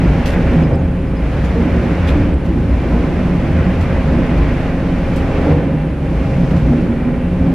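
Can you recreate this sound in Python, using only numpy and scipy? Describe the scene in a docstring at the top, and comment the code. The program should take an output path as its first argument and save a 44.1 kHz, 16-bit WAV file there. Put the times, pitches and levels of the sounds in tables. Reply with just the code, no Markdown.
"""A steel frame rumbles and logs roll and thud in a bin, in a large, echoing sawmill hall.
A step feeder is lifting them onto a chain conveyor, heard through a close pair of microphones.
Down the line a cutter roars each time it takes a log; its shaft throbs and its head whines under load.
Logs scrape along the trough, and the chain clacks and squeaks now and then.
A few thin ticks sound in the treble, and after each the level dips briefly."""
import sys
import numpy as np
from scipy import signal
from scipy.fft import rfft, irfft
from scipy.io import wavfile
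from scipy.ndimage import uniform_filter1d

SR = 44100
rng = np.random.default_rng(int(sys.argv[2]) if len(sys.argv) > 2 else 0)


def digitize_waveform(pressure):
    """Quantize a signal to 16-bit integers and store it at the path in sys.argv[1].

    Rows of a 2-D input are taken as channels; values are limited to [-1, 1].
    """
    field = np.atleast_2d(pressure).T
    bounded = np.clip(field, -1, 1)
    quanta = np.round(bounded * 32767).astype(np.int16)
    wavfile.write(sys.argv[1], SR, quanta)


N = 332514
TIME = np.arange(N) / SR
BINS = np.fft.rfftfreq(N, 1 / SR)
CLOCK = np.arange(0, N / SR, .002)  # coarse time for the envelopes, in seconds

# Resonances of the bin walls, logs and steel plates. Each row: pitch in Hz, width in Hz, relative dB.
WALL_MODES = [(118.3, 9.7, -1.5), (143.1, 12.3, 4.5), (161.4, 6.1, 4), (177.3, 13, 3), (201, 8.8, -5.5)]
LOG_MODES = [(236.4, 12.2, 2), (256, 17, -5.5), (279, 24, -2.5), (327, 31, -6.5), (371, 46, -13.5)]
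PLATE_MODES = [(401, 238, 0), (472, 20, -0.5), (534, 47, -0.5), (660, 69, -7), (827, 77, -8)]
# Balance at the microphones. Each row: frequency in Hz, left minus right in dB.
BALANCE = [(60, .2), (125, -.3), (250, -1.4), (500, -1.1), (2000, -.4), (12000, -.4)]
# Thin ticks. Each row: time in seconds, peak in dB, dip that follows in dB.
TICKS = [(.6345, -49, -1.5), (.7573, -42, -2), (2.3426, -42.5, -3), (5.5305, -47, -2), (6.6015, -49, -1),
         (7.4885, -51, -1)]


def gain_of(db):
    """Decibels to amplitude."""
    return 10 ** (np.asarray(db) / 20)


def unit_rms(x):
    """Scales to rms 1."""
    return x / np.sqrt(np.mean(x ** 2) + 1e-20)


def db_at(points, hz):
    """Reads a table of levels on a log-frequency axis."""
    f, db = np.transpose(points)
    return np.interp(np.log(hz + 1), np.log(f + 1), db)


def follow(rows):
    """Each column of a table of curves, at every sample."""
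    times, *columns = np.transpose(rows)
    return [np.interp(TIME, times, column) for column in columns]


def add(mix, start, sound):
    """Mixes in a stereo sound, its start given in seconds."""
    part = mix[:, max(round(start * SR), 0):][:, :sound.shape[1]]
    part += sound[:, :part.shape[1]]


def drift(rate_hz):
    """Random wander of rms 1, mostly slower than the given rate."""
    hz = np.fft.rfftfreq(len(CLOCK), CLOCK[1])
    spectrum = rfft(rng.standard_normal(len(CLOCK))) / (1 + (hz / rate_hz) ** 4)
    return np.interp(TIME, CLOCK, unit_rms(irfft(spectrum, len(CLOCK))))


def grain(size, span):
    """Noise of rms 1, smoothed over span points."""
    return unit_rms(uniform_filter1d(rng.standard_normal(size), span))


def ringing(modes, hz):
    """Gain of a set of resonances with steep skirts."""
    return np.sqrt(sum((gain_of(db) / (1 + ((hz - f) / width) ** 2)) ** 2 for f, width, db in modes))


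def diffuse(colour, size=N):
    """Coloured noise of rms 1 at two close microphones: alike in the bass, unlike in the treble."""
    # Width of the pair. Each row: frequency in Hz, side relative to mid in dB.
    spread = [(25, -38), (60, -32), (125, -25), (250, -18.3), (500, -16), (1000, -10.4), (2000, -10.5),
              (4000, -5.6), (8000, -1), (14000, -1.2)]
    hz = np.fft.rfftfreq(size, 1 / SR)
    mid, side = rfft(rng.standard_normal((2, size)))
    side *= gain_of(db_at(spread, hz))
    lean = gain_of(db_at(BALANCE, hz) / 2)
    pair = np.array([(mid + side) * lean, (mid - side) / lean])
    return unit_rms(irfft(pair * colour, size))


def steadied(x, span_s):
    """Holds the power of a vibration even over the given span."""
    power = uniform_filter1d((x ** 2).mean(0), int(span_s * SR) + 1)
    power = uniform_filter1d(power, int(span_s * SR / 2) + 1)
    return unit_rms(x / np.sqrt(power + 1e-9))


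def blow(t, rise_s, t60):
    """Envelope of a hit: a quick rise, then a decay of 60 dB in t60 seconds."""
    return (1 - np.exp(-t / rise_s)) * gain_of(-60 * t / t60)


def passing(start, length, rise_s, fade_db_per_s):
    """Envelope of a moving log: it builds up, holds, and dies away in the hall."""
    t = CLOCK - start
    return np.sqrt(np.clip(t / rise_s, 0, 1)) * gain_of(-fade_db_per_s * np.maximum(t - length, 0))


def summed_db(gains, base_db):
    """Level in dB, at every sample, of a base plus unrelated sounds on top of it."""
    power = np.interp(TIME, CLOCK, sum(gain ** 2 for gain in gains))
    return 10 * np.log10(gain_of(base_db) ** 2 + power)


def hall_tone(hz, db, wander_rad):
    """A steady tone whose phase wavers on its way through the hall to the microphones."""
    phase = 2 * np.pi * hz * TIME + wander_rad * drift(rate_hz=2.34)
    apart = .18 * np.sqrt(hz / 500) * np.array([[.5], [-.5]])
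    return np.sqrt(2) * gain_of(db) * np.sin(phase + apart)


def feeder(load_db):
    """The drive shakes the frame; rolling logs boom, knock and rattle plates the cutter shakes too."""
    # Resonances of the frame. Each row: pitch in Hz, width in Hz, relative dB.
    frame_modes = [(55.9, 4.6, -2.5), (75.4, 7.5, -4.5), (101.3, 12.7, -12)]
    # Effort of the drive. Each row: time in seconds, shaking of the frame in dB.
    drive = [(0, -17.5), (1.1, -19.5), (2.3, -17.5), (3.25, -20), (4.1, -17.5), (4.8, -22), (5.3, -18.5),
             (5.9, -22), (6.6, -19.5), (7.0, -24), (7.54, -18)]
    # Logs rolling down a step. Each row: start and length in seconds, then the boom of the bin walls,
    # the knock of wood and the clatter of plates in dB.
    log_rolls = [(-.05, 0.091, -15, -18.5, -34), (0.33, 0.1, -23, -21, -27), (0.512, 0.24, -19.5, -20, -24),
                 (1.56, 0.33, -28, -22, -28.5), (2.076, 0.25, -29, -21, -34),
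                 (2.473, 0.18, -24, -21.5, -35), (2.823, 0.28, -28, -22, -29), (3.21, 0.48, -23, -25, -34),
                 (3.845, 0.2, -23, -27.5, -37), (4.072, 0.41, -22.5, -21.5, -32.5),
                 (4.653, 0.58, -42, -27.5, -44), (5.283, .24, -38, -28, -25), (5.436, 0.3, -22, -24, -29),
                 (5.999, 0.71, -23.5, -39.5, -38), (6.35, 0.27, -23, -23, -34),
                 (6.636, 0.24, -28, -20, -31.5), (7, .15, -23, -28, -29.5), (7.388, .17, -25, -21, -28.5)]
    rolls = [passing(start, length, rise_s=.027, fade_db_per_s=72) * gain_of(levels)[:, None]
             for start, length, *levels in log_rolls]
    booms, knocks, clatters = zip(*rolls)
    parts = [(frame_modes, follow(drive)[0]),
             (WALL_MODES, summed_db(booms, base_db=-22)),  # logs keep shifting between rolls
             (LOG_MODES, summed_db(knocks, base_db=-25.5)),
             (PLATE_MODES, summed_db(clatters, base_db=-13 + .48 * load_db))]
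    out = np.zeros((2, N))
    for modes, db in parts:
        level = gain_of(db + .4 * drift(rate_hz=12))
        out += level * steadied(diffuse(ringing(modes, BINS)), span_s=.1)
    return out


def cutter_load():
    """Roar and chip levels in dB: each log bites in, loads the knives as its girth changes, and leaves."""
    # Logs in the cutter. Each row: start and length in seconds, final roar and final hiss in dB,
    # climb of the roar in dB per second.
    cuts = [(-.4, 1.01, -28.5, -49, -4.5), (1.135, 1.06, -27, -49, 3), (2.352, 0.33, -37, -54, 2),
            (2.65, 2.01, -27, -49.5, 1.4), (4.616, 0.9, -26, -48.5, 8), (6.0, 0.76, -32.5, -50.5, -0.5),
            (6.747, 0.19, -37, -69, 0), (7.22, 0.34, -36.5, -56, -1)]
    bite_s, idle_roar_db, idle_chips_db = .26, -36, -69
    roar, chips = [], []
    for start, length, roar_db, chips_db, climb in cuts:
        girth_db = climb * np.clip(CLOCK - start - length, -length, 0)
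        # The hall holds the roar longer than the hiss.
        roar.append(passing(start, length, bite_s, fade_db_per_s=42) * gain_of(roar_db + girth_db))
        chips.append(passing(start, length, bite_s, fade_db_per_s=58) * gain_of(chips_db + .45 * girth_db))
    return summed_db(roar, idle_roar_db), summed_db(chips, idle_chips_db)


def cutter(load_db, hiss_db):
    """Down the line, knives tear the wood with a fluttering roar, and chips hiss down the chute."""
    # Spectra of the roar and the chips. Each row: frequency in Hz, relative dB.
    roar_spectrum = [(200, 9), (400, -17), (600, 8), (800, -1), (1000, 2.5), (1250, -0.5), (1900, -1),
                     (2400, -3), (2900, -8.5), (3600, -16.5), (5000, -28), (9000, -61.5)]
    chip_spectrum = [(2000, -16), (3500, 4.5), (4500, 4.5), (5800, 2), (7000, -4.5), (8300, -8.5),
                     (10500, -11.5), (13500, -17), (15500, -21)]
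    roar = diffuse(gain_of(db_at(roar_spectrum, BINS))) * gain_of(load_db + .56 * drift(rate_hz=21))
    chips = diffuse(gain_of(db_at(chip_spectrum, BINS))) * gain_of(hiss_db + .5 * drift(rate_hz=100))
    return roar + chips


def motors():
    """The unbalanced shaft throbs, the drive drones, the cutter head whines, and far machines whistle."""
    # Throb of the shaft. Each row: time in seconds, relative dB.
    throb = [(0.0, -30), (0.33, -21), (1.8, -31), (1.85, -46), (2.16, -18), (2.48, -28.5), (5.42, -21),
             (5.63, -37), (6.22, -29), (7.54, -25)]
    # Whine of the head. Each row: time in seconds, then harmonics one to three in dB.
    whine = [(0, -24, -41, -45), (.6, -37, -30, -37), (.85, -33, -32.5, -48), (1.3, -30.5, -40.5, -57),
             (2.0, -41, -32, -45), (2.5, -29.5, -39, -47), (3.2, -30.5, -39.5, -46), (4.1, -30.5, -30, -47),
             (4.7, -26.5, -38, -42), (5.45, -26, -26, -40), (5.9, -36, -35, -45), (6.3, -27, -33, -40),
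             (7.54, -29, -35.5, -48)]
    # Machines across the hall. Each row: pitch in Hz, level in dB.
    whistles = [(1026, -51.5), (1520, -55), (2363, -56), (2692, -59.5)]
    shaft_hz, drone_hz, head_hz = 29.9, 177.8, 269.17  # near 1 : 6 : 9
    out = hall_tone(shaft_hz, follow(throb)[0] - 1, wander_rad=.078)
    out += hall_tone(drone_hz, -29 + 3 * drift(rate_hz=2), wander_rad=.85)
    for harmonic, db in enumerate(follow(whine), 1):
        out += hall_tone(harmonic * head_hz, db + .9 * drift(rate_hz=7.7), wander_rad=.21)
    for hz, db in whistles:
        out += hall_tone(hz, db + 4.5 * drift(rate_hz=4.8), wander_rad=1)
    return out


def hall_wash(level_db=-28.5):
    """The other machines in the mill reach the microphones as an even wash."""
    # Room tone. Each row: frequency in Hz, relative dB.
    spectrum = [(12, -20), (23, 4), (40, 9), (100, 10.5), (200, -11), (420, -2.5), (600, -17), (800, -19.5),
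                (1200, -13.5), (2300, -17.5), (4000, -31.5), (8200, -42.5), (9200, -38.5), (11200, -44),
                (15000, -56)]
    return gain_of(level_db) * diffuse(gain_of(db_at(spectrum, BINS)))


def log_thuds(body_db=-19):
    """A landing log rings the bin and clatters on the plates; its hollow note swells in the hall."""
    # Logs landing on steel. Each row: start in seconds, relative level in dB, note in Hz,
    # relative clatter in dB, the note's t60 in seconds.
    landings = [(.005, -19, 158, -13, .25), (.1, -16, 142, -10, 0.32), (.17, -16.5, 236, -15, .3),
                (.357, -15, 174, -15, 0.42), (.455, -14, 158, -11, 0.39), (.508, -20, 242, -3, 0.24),
                (.553, -8.5, 161, -16, 0.44), (.585, -15, 264, -7, 0.36), (.635, -16, 132, -18, 0.47),
                (.675, -24, 244.5, -10, .4), (.708, -10, 170, -7.5, 0.32), (.765, -16, 148, -22, .55),
                (1.356, -15.5, 148.4, -20, 0.43), (1.55, -17.5, 465, -6, 0.25),
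                (1.595, -19, 230, -14, 0.51), (1.625, -21.5, 303.4, -15, 0.52),
                (1.735, -22, 371, -15, 0.53), (1.845, -16.5, 236, -5, 0.38), (1.89, -18, 171, -16, .4),
                (2.075, -13, 156, -17, 0.27), (2.09, -23, 569, -1, .26), (2.15, -17, 293, -10, 0.81),
                (2.52, -17.5, 239, -18, .3), (2.92, -18, 183.5, -10, .4), (2.94, -16, 239, -5, 0.35),
                (3.02, -21, 275, -6, .35), (3.16, -14.5, 189, -9, 0.6), (3.18, -19, 244, -14, .45),
                (3.235, -25, 140, -16, 0.23), (3.291, -14.5, 178, -18, 0.56), (3.46, -16.5, 153, -21, 0.83),
                (3.648, -9.5, 182.2, -17, 0.47), (4.01, -15.5, 143.8, -7, 0.39),
                (4.085, -17.5, 138, -13, 0.32), (4.115, -12.5, 237, -15, 0.35),
                (4.175, -15.5, 207.6, -7, 0.24), (4.272, -23, 240.4, -6, .3), (4.305, -10, 166, -23, 0.26),
                (4.44, -22, 142, -12, .35), (5.456, -10.5, 292, -4.5, 0.24),
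                (5.492, -10.5, 151.6, -9, 0.73), (5.51, -15.5, 482, -0.5, 0.38),
                (5.555, -19, 278.8, -14, 0.94), (5.61, -13, 172.6, -18, 0.34), (5.72, -14, 153.5, -18, 0.6),
                (6.309, -12.5, 134.4, -18, .35), (6.355, -16, 177.5, -13, .55),
                (6.43, -12.5, 139, -18, 0.31), (6.502, -13.5, 180.6, -11, .3),
                (6.57, -7.5, 148.4, -20, 0.3), (6.675, -13.5, 143, -18, 0.38),
                (6.70, -11.5, 242.3, -17, 0.45), (6.82, -16, 175.3, -25, 0.56),
                (6.887, -14, 234.7, -16, 0.44), (7.045, -15.5, 245.3, -14, .8),
                (7.451, -10.5, 172, -18, 0.4), (7.47, -14.5, 260, -15, .4)]
    out, t = np.zeros((2, N)), TIME[:SR * 2 // 3]
    rings = np.array([gain_of(db) * np.exp(-np.pi * width * t) * np.sin(2 * np.pi * hz * t)
                      for hz, width, db in WALL_MODES + LOG_MODES])
    plates = ringing(PLATE_MODES, np.fft.rfftfreq(len(t), 1 / SR))
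    for start, db, note_hz, clatter_db, t60 in landings:
        scatter = unit_rms(np.interp(t, np.arange(20) / 20, rng.standard_normal(20)))
        phase = 2 * np.pi * (note_hz * t + rng.random()) + .22 * scatter  # echoes bend the phase
        note = np.sqrt(2) * gain_of(2) * np.sin(phase) * blow(t, rise_s=.012, t60=t60)
        body = gain_of(body_db) * rng.uniform(-.87, 1, len(rings)) @ rings  # depends on where it lands
        clatter = gain_of(clatter_db) * diffuse(plates, len(t)) * blow(t, rise_s=.0053, t60=.22)
        lean = gain_of(db_at(BALANCE, note_hz) * np.array([[.5], [-.5]]))
        add(out, start, gain_of(db) * (lean * (note + body) + clatter))
    return out


def frame_jolts():
    """The lifting steps jolt the heavy frame, which swells into one low note, dead centre."""
    # Each row: start in seconds, level at the crest in dB, pitch in Hz, time to swell in seconds.
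    jolts = [(0.059, -12, 56.6, 0.035), (.255, -16, 58, .035), (.42, -13, 63.5, 0.042),
             (.565, -12.5, 74.6, .04), (.70, -13.5, 83, 0.036), (0.791, -10.5, 78.4, .04),
             (1.2, -21, 55, 0.052), (1.38, -16.5, 61.5, 0.052), (1.56, -17, 82.6, .04),
             (1.685, -17, 56, .035), (1.755, -16, 69.4, 0.025), (1.975, -13, 82, 0.038),
             (2.085, -16, 70.6, .045), (2.19, -20, 82, 0.036), (2.315, -12.5, 61.5, 0.038),
             (2.449, -20, 55, 0.033), (2.68, -10.5, 60.3, 0.035), (2.895, -16, 58.7, 0.057),
             (3.52, -14, 78, 0.036), (3.772, -19, 82.5, .035), (3.96, -13, 67, 0.03),
             (4.035, -16, 61, 0.07), (4.344, -10, 53.3, .06), (5.49, -9, 79, 0.032), (6.14, -16, 58.3, .06),
             (6.47, -19, 85.4, .07), (6.615, -13, 60.3, 0.04), (7.4, -21.5, 64.8, .06)]
    out, t = np.zeros((2, N)), TIME[:SR // 2]
    for start, db, hz, swell_s in jolts:
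        swell = (t / swell_s * np.exp(1 - t / swell_s)) ** 2
        boom = np.sqrt(2) * gain_of(db) * swell * np.sin(2 * np.pi * (hz * t + rng.random()))
        add(out, start, np.array([boom, boom]))
    return out


def chain_clacks(ring_db=1.5, grit_db=3.5, echo_db=-18):
    """Links, flights and logs hit steel with a gritty rattle and an echo; struck wood adds its crack."""
    # Each row: start in seconds, level in dB, tilt in dB per octave, t60 in seconds, relative crack in dB.
    hits = [(.13, -32, -7, .1, -20), (.256, -24.5, .2, .22, -5), (.328, -29.5, -4.5, .11, -3),
            (.53, -40, -.5, .14, -20), (1.442, -35, -.4, .16, -10), (1.892, -30, -7.5, .12, -20),
            (2.072, -24, -2.9, .07, 3), (2.08, -24, -2.6, .14, 4), (2.452, -42.5, 1.5, .14, -20),
            (3.807, -32, -1.3, .14, -12), (4.375, -39.5, -1, .1, -20), (4.515, -29, -8, .12, -20),
            (5.13, -30, -6, .1, -20), (5.157, -31.5, .5, .15, -6), (6.502, -29, -7, .12, -20),
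            (6.56, -35.5, -2, .16, -12)]
    # Spectrum of struck steel. Each row: frequency in Hz, relative dB.
    steel = [(400, -15), (1200, -3), (2000, -2), (3300, -5), (4800, -12), (6700, -15.5), (9400, -20),
             (13000, -22.5), (15500, -35)]
    # Resonance of cracking wood. One row: pitch in Hz, width in Hz, relative dB.
    crack_mode = [(3000, 1300, -1.5)]
    out, t, hz = np.zeros((2, N)), TIME[:SR], np.fft.rfftfreq(SR, 1 / SR)
    for start, db, tilt_db, t60, crack_db in hits:
        peaks_db = ring_db * grain(len(hz), span=80)  # each link has fine resonances of its own
        colour = gain_of(db_at(steel, hz) + tilt_db * np.log2((hz + 100) / 5000) + peaks_db)
        colour *= 1 + gain_of(crack_db) * ringing(crack_mode, hz)
        rattle = unit_rms(gain_of(grit_db * grain(SR, span=40))) * blow(t, rise_s=.0025, t60=t60)
        echo = gain_of(echo_db) * blow(t, rise_s=.02, t60=.24)
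        add(out, start, gain_of(db) * (rattle + echo) * diffuse(colour, SR))
    return out


def trough_scrapes(slips_per_s=45):
    """Bark catches and slips on the trough: uneven little slips, each ringing the steel briefly."""
    # Sliding logs. Each row: start and length in seconds, level in dB.
    slides = [(.27, 0.43, -36), (1.65, 0.46, -40), (3.55, .16, -38.5), (4.18, .47, -41), (6.787, 0.37, -43)]
    # The trough's rasping resonances. Each row: pitch in Hz, width in Hz, relative dB.
    trough_modes = [(1500, 130, 2.5), (1920, 190, 1), (2340, 260, -5)]
    slips = (rng.random(N) < slips_per_s / SR) * rng.uniform(.2, 1, N)
    power = signal.oaconvolve(slips, blow(TIME[:SR // 4], rise_s=.001, t60=.09) ** 2)[:N]
    rasp = unit_rms(np.sqrt(abs(power))) * diffuse(ringing(trough_modes, BINS))
    level = sum(gain_of(db) * passing(start, length, rise_s=.031, fade_db_per_s=150)
                for start, length, db in slides)
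    return np.interp(TIME, CLOCK, level) * rasp


def chain_squeaks():
    """A dry link slips on its pin and sings for a moment."""
    # Each row: start in seconds, pitch in Hz, width in Hz, level in dB.
    squeaks = [(.282, 10500, 350, -42), (.325, 12900, 400, -51), (.634, 5030, 70, -39.5),
               (.735, 5020, 40, -42.5), (.787, 6650, 70, -51), (1.07, 5030, 40, -50),
               (1.165, 5020, 40, -44.5), (1.255, 5020, 40, -49.5), (1.447, 6700, 250, -46),
               (5.158, 8300, 400, -47)]
    out, t, hz = np.zeros((2, N)), TIME[:SR // 10], np.fft.rfftfreq(SR // 10, 1 / SR)
    for start, pitch_hz, width_hz, db in squeaks:
        colour = ringing([(pitch_hz, width_hz, 0)], hz)
        tone = steadied(diffuse(colour, len(t)), span_s=.01)
        add(out, start, gain_of(db) * tone * blow(t, rise_s=.0035, t60=.1))
    return out


def ticks(pitch_hz=8000, length_s=.002):
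    """A few cycles of a high tone, the same left and right."""
    out, t = np.zeros((2, N)), np.arange(0, length_s, 1 / SR)
    tick = np.hanning(len(t)) * np.sin(2 * np.pi * pitch_hz * t)
    for at, db, _ in TICKS:
        add(out, at - length_s / 2, gain_of(db) * np.array([tick, tick]))
    return out


def level_dips(recover_s=.1):
    """The level drops at each tick and soon comes back."""
    db = sum(dip_db * (CLOCK > at) * np.exp(-abs(CLOCK - at) / recover_s) for at, _, dip_db in TICKS)
    return np.interp(TIME, CLOCK, gain_of(db))


def scene():
    """The whole mill, from where the microphones stand."""
    load_db, hiss_db = cutter_load()
    mill = feeder(load_db) + cutter(load_db, hiss_db) + motors() + frame_jolts() + log_thuds()
    mill += chain_clacks() + chain_squeaks() + hall_wash() + trough_scrapes()
    return mill * level_dips() + ticks()


def record(dry):
    """The highest peaks are rounded off, then the top of the treble is cut."""
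    ceiling, edge_hz = .95, 14600
    rounded = dry / (1 + (dry / ceiling) ** 8) ** (1 / 8)
    lowpass = signal.firwin(255, edge_hz, window=("kaiser", 9), fs=SR)
    return signal.oaconvolve(rounded, lowpass[None], "same")


dry = scene()
out = record(dry)
digitize_waveform(out)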